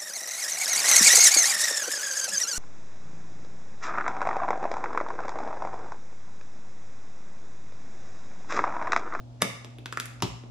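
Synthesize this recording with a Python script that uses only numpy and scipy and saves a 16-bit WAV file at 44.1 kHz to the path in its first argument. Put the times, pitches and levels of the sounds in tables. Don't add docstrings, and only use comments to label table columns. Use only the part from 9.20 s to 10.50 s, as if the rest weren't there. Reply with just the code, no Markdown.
import sys
import numpy as np
from scipy import signal
from scipy.fft import rfft, irfft, next_fast_len
from scipy.io import wavfile

SR = 44100
rng = np.random.default_rng(int(sys.argv[2]) if len(sys.argv) > 2 else 0)


def generate_wav(sig):
    pcm = np.round(np.clip(np.atleast_2d(sig).T, -1, 1) * 32767).astype(np.int16)
    wavfile.write(sys.argv[1], SR, pcm)


N = 57330
SOUND_S = 0.3

# start in seconds, level in dB.
SNAP_SLIPS = [(0.217, -16), (0.2194, -16), (0.2204, -1)]
# pitch in Hz, peak level in dB, time to fall 60 dB in seconds.
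LID_MODES = [(125, 7, 0.029), (203.5, 25, 0.048), (273, 24.5, 0.36), (361, 18, 0.019), (655, 12.5, 0.01),
             (846, 14, 0.013), (1149.5, 22, 0.015), (1415, 20, 0.02), (1703, 18.5, 0.04), (1884, 16, 0.033),
             (2213, 17, 0.013), (2855, 11, .014), (3280, 11, 0.013), (3660, 20, .018), (5070, 11, 0.016),
             (8600, 1, 0.015)]
# frequency in Hz, gain in dB.
CRACK_COLOUR = [(100, 8), (400, 12.5), (1500, 12), (4000, -1), (6200, 8), (7500, 5.5), (9000, 11.5),
                (11500, 1), (13500, -7.5), (16000, -36)]
CRACK_DECAY_S = 0.012
# frequency in Hz, gain in dB.
RUB_COLOUR = [(200, 2), (900, -23), (1900, -3.5), (3000, -23.5), (7000, -21), (9000, -43), (16000, -58)]
RUB_START_S, RUB_END_S = 0.203, 0.219
LID_LOW_HZ = 127


def lid():
    out = np.zeros(N)
    body = ring(LID_MODES)
    for start_s, db in SNAP_SLIPS:
        crack = colour(burst(CRACK_DECAY_S), CRACK_COLOUR)
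        add(out, start_s, amp(db) * (body + crack))
    t = np.arange(N) / SR
    rub_power = np.interp(t, [RUB_START_S, RUB_END_S], [0, 1], right=0)
    rub = rng.standard_normal(N) * np.sqrt(rub_power)
    rub /= np.linalg.norm(rub)
    return low_cut(out + colour(rub, RUB_COLOUR), LID_LOW_HZ)


# start in seconds, then gain in dB in each band below.
HANDLING_TICKS = [(0.4461, -4.5, -2, -13, -7.5, -11, -12.5, -20.5),
                  (.5850, -4, -16, -20, -11.5, -13.5, -31, -23.5),
                  (0.6583, -5.5, -1.5, 5, 0, -2, -7.5, -13.5), (.7254, -5.5, 5, 6.5, 1, -8, -6, -12),
                  (0.7726, 1, 3, 17, 5, -10, -5.5, -13.5), (0.7995, -3.5, -10.5, 6, 6.5, 3, 2.5, 0),
                  (0.8567, -30, -34, -2.5, -6, -25, -11, -6),
                  (1.0035, -24, -11, -13, -12, -23, -17.5, -36.5),
                  (1.236, -4.5, -16, -20, -20, -25, -32, -44)]
TICK_COLOUR_HZ = [400, 750, 1500, 2400, 3600, 6000, 10000]
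# pitch in Hz, peak level in dB, time to fall 60 dB in seconds.
WALL_MODES = [(370, 2, 0.0067), (1080, -6, 0.0044), (1424, 1.5, 0.009), (1710, -2, 0.0064),
              (2574, -1.5, 0.0044), (3520, 3, 0.0063), (4850, -1.5, 0.0025), (7300, -6.5, 0.001),
              (8760, -3, 0.0019), (11000, -24, 0.0021)]
# frequency in Hz, gain in dB.
GRIT_COLOUR = [(200, -21), (1500, -6), (4000, -21.5), (8000, -1.5), (12000, -10), (16000, -30)]
GRIT_DECAY_S = 0.02
TICK_LOW_HZ = 173


def handling():
    out = np.zeros(N)
    body = ring(WALL_MODES)
    for start_s, *band_db in HANDLING_TICKS:
        touch = body + colour(burst(GRIT_DECAY_S), GRIT_COLOUR)
        tick_colour = list(zip(TICK_COLOUR_HZ, band_db))
        add(out, start_s, colour(touch, tick_colour))
    return low_cut(out, TICK_LOW_HZ)


# start in seconds, knock level in dB, thud level in dB.
LANDING_HITS = [(1.0226, -0.5, -10.5), (1.0280, -45, -0.5)]
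# pitch in Hz, peak level in dB, time to fall 60 dB in seconds.
BASE_MODES = [(543, 8, .04), (728, 18, 0.11), (950, 16, 0.02), (1190, 16, 0.021), (1990, -1, 0.005),
              (2950, 11.5, 0.024), (3330, -2.5, 0.022), (3960, 4.5, 0.012), (5400, 10.5, 0.02),
              (6870, 7.5, 0.019)]
# pitch in Hz, peak level in dB, time to fall 60 dB in seconds.
COUNTER_MODES = [(118.4, 36.5, 0.32), (181, 19, 0.07), (270, 20.5, 0.049), (404.4, 17, 0.035)]
# frequency in Hz, gain in dB.
POWDER_COLOUR = [(200, -6.5), (1000, 8), (2000, -6), (3300, 5), (7000, -2), (10000, -14), (13000, -29.5),
                 (16000, -20)]
# frequency in Hz, gain in dB.
CONTACT_COLOUR = [(200, 15), (1500, -7), (5000, -3), (8000, -1.5), (11500, -8), (16000, -29)]
POWDER_DECAY_S, CONTACT_DECAY_S = 0.18, 0.011
THUD_LOW_HZ = 73.5


def landing():
    out = np.zeros(N)
    base = ring(BASE_MODES)
    thud = ring(COUNTER_MODES)
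    for start_s, knock_db, thud_db in LANDING_HITS:
        contact = colour(burst(CONTACT_DECAY_S), CONTACT_COLOUR)
        powder = colour(burst(POWDER_DECAY_S), POWDER_COLOUR)
        knock = base + contact + powder
        add(out, start_s, amp(knock_db) * knock + amp(thud_db) * thud)
    return low_cut(out, THUD_LOW_HZ)


BOOM_HZ, BOOM_DB, BOOM_RISE_S = 59.8, -45, 0.095


def boom():
    out = np.zeros(N)
    t = np.arange(0, SOUND_S, 1 / SR)
    swell = (t / BOOM_RISE_S * np.exp(1 - t / BOOM_RISE_S)) ** 7
    tone = np.sqrt(2) * amp(BOOM_DB) * np.sin(2 * np.pi * BOOM_HZ * t)
    add(out, LANDING_HITS[0][0], swell * tone)
    return out


# delay in seconds, level in dB.
WALL_ECHOES = [(.0115, -12.5), (.0225, -12.5), (.0305, -11)]
# frequency in Hz, gain in dB.
ECHO_TONE = [(100, -3.5), (230, 7.5), (450, -7), (1000, -11), (3000, -8), (12000, -20)]


def echoes(x):
    out = np.zeros(N)
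    dull = colour(x, ECHO_TONE)
    for delay_s, db in WALL_ECHOES:
        add(out, delay_s, amp(db) * dull)
    return out


# frequency in Hz, level in dB.
TAIL_COLOUR = [(60, -1.5), (250, -4), (500, -2), (1100, -6.5), (1600, -6), (2300, 0.5), (3800, -5.5),
               (7000, -4.5), (9300, -9), (11500, -6), (15000, -11)]
# frequency in Hz, time to fall 60 dB in seconds.
TAIL_DECAY = [(100, .35), (400, 0.37), (1100, 0.72), (2700, 0.53), (7000, 0.56), (13000, 0.31)]
TAIL_RISE_S = 0.021
NEAR_DB, NEAR_DECAY_S, NEAR_DELAY_S, NEAR_LOW_HZ = -8, 0.056, 0.005, 424


def kitchen(x):
    noise = rng.standard_normal((2, SR // 2))
    hz, frame_s, spectrum = signal.stft(noise, SR, nperseg=256)
    t60 = read(TAIL_DECAY, hz)[:, None]
    unit_energy = np.sqrt(2 * np.log(1000) / (t60 * SR))
    tails = signal.istft(spectrum * fade(frame_s, t60) * unit_energy, SR, nperseg=256)[1]
    rise = np.minimum(np.arange(tails.shape[1]) / SR / TAIL_RISE_S, 1)
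    tails = [colour(tail * rise, TAIL_COLOUR) for tail in tails]
    for tail in tails:
        scatter = low_cut(burst(NEAR_DECAY_S), NEAR_LOW_HZ)
        add(tail, NEAR_DELAY_S, amp(NEAR_DB) * scatter)
    return signal.fftconvolve(x[None], pair(*tails), axes=1)[:, :N]


# pitch in Hz, rms level in dB before the waver.
HUM_TONES = [(60, -71), (120, -46), (245, -59)]
HUM_WAVER = 0.13


def hum():
    t = np.arange(N) / SR
    out = np.zeros(N)
    for hz, db in HUM_TONES:
        waver_hz = rng.uniform(-8, 9.57, size=8)
        waver = sum(np.exp(2j * np.pi * (f * t + rng.random())) for f in waver_hz) / np.sqrt(8)
        tone = np.exp(2j * np.pi * (hz * t + rng.random()))
        out += np.sqrt(2) * amp(db) * ((1 + HUM_WAVER * waver) * tone).real
    return out


# frequency in Hz, relative level in dB.
AIR_COLOUR = [(25, -18.5), (55, 5), (90, -3.5), (185, -7), (280, 1), (400, -11.5), (650, -4.5),
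              (1100, -17.5), (2000, -28), (3300, -24), (6000, -28.5), (8500, -33), (12000, -46.5),
              (14000, -64)]
AIR_DB = -54


def air():
    noises = [colour(noise, AIR_COLOUR, size=4096) for noise in rng.standard_normal((2, N))]
    x = pair(*noises)
    return amp(AIR_DB) * x / x.std()


# frequency in Hz, likeness from 0 (unrelated) to 1 (identical).
MICROPHONE_LIKENESS = [(50, 0.77), (200, 0.69), (450, 0.22), (1000, 0.05), (3000, 0.071), (6000, 0.065),
                       (8000, 0.64), (10000, 1), (12000, 0.63)]


def pair(a, b):
    def likeness(hz):
        return np.clip(read(MICROPHONE_LIKENESS, hz), 0, 1)
    mid = filtered(a, lambda hz: np.sqrt((1 + likeness(hz)) / 2))
    side = filtered(b, lambda hz: np.sqrt((1 - likeness(hz)) / 2))
    return np.array([mid + side, mid - side])


SPREAD_S = 0.000685


def ring(modes):
    t = np.arange(0, SOUND_S, 1 / SR)
    out = np.zeros(len(t))
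    for k, (hz, db, t60) in enumerate(modes):
        gain = amp(db) * 2 * np.log(1000) / (t60 * SR)
        sign = (-1) ** k
        out += sign * gain * fade(t, t60) * np.sin(2 * np.pi * hz * t)
    return filtered(out, lambda hz: np.exp(-4j * np.pi * SPREAD_S * np.sqrt(1000 * hz)))


def burst(decay_s):
    envelope = fade(np.arange(0, SOUND_S, 1 / SR), decay_s)
    spectrum = rfft(rng.standard_normal(len(envelope)) * envelope)
    flat = irfft(spectrum / (abs(spectrum) + 1e-12), len(envelope))
    x = flat * np.sqrt(envelope)
    return x / np.linalg.norm(x)


def fade(t, t60):
    return np.exp(-np.minimum(np.log(1000) * t / t60, 40))


def amp(db):
    return 10 ** (np.asarray(db) / 20)


def read(points, hz):
    f, value = np.transpose(points)
    return np.interp(np.log(hz + 1), np.log(f + 1), value)


def add(mix, start_s, sound):
    part = mix[round(start_s * SR):][:len(sound)]
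    part += sound[:len(part)]


def filtered(x, response):
    length = x.shape[-1]
    size = next_fast_len(length + SR // 20, True)
    spectrum = rfft(x, size) * response(np.fft.rfftfreq(size, 1 / SR))
    return irfft(spectrum, size)[..., :length]


def colour(x, points, size=2048):
    hz = abs(np.fft.fftfreq(size, 1 / SR))
    log_gain = np.log(amp(read(points, hz)))
    taps = np.fft.ifft(np.exp(np.conj(signal.hilbert(log_gain)))).real
    return signal.fftconvolve(x, taps)[:len(x)]


def low_cut(x, hz):
    return signal.sosfilt(signal.butter(4, hz, "highpass", fs=SR, output="sos"), x)


def scene():
    shaker = lid() + handling() + landing()
    room = echoes(shaker) + kitchen(shaker)
    return shaker + room + boom() + hum() + air()


# frequency in Hz, lead of the left in radians.
LEFT_LEAD = [(100, 0.5), (400, -0.03), (1500, -1), (3800, -0.93), (6000, -1), (7800, -2.5), (9300, -3),
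             (10300, -1.5), (11800, 0.5), (16000, 3.5)]
EDGE_HZ = 16500


def record(dry, size=2048):
    padded = np.pad(dry, ((0, 0), (size, size)), "reflect", reflect_type="odd")
    ports = filtered(padded, lambda hz: np.exp(0.5j * np.outer([1, -1], read(LEFT_LEAD, hz))))
    band_limit = signal.firwin(511, EDGE_HZ, window=("kaiser", 9), fs=SR)
    return signal.oaconvolve(ports, band_limit[None], "same")[:, size:-size]


dry = scene()
out = record(dry)
generate_wav(out)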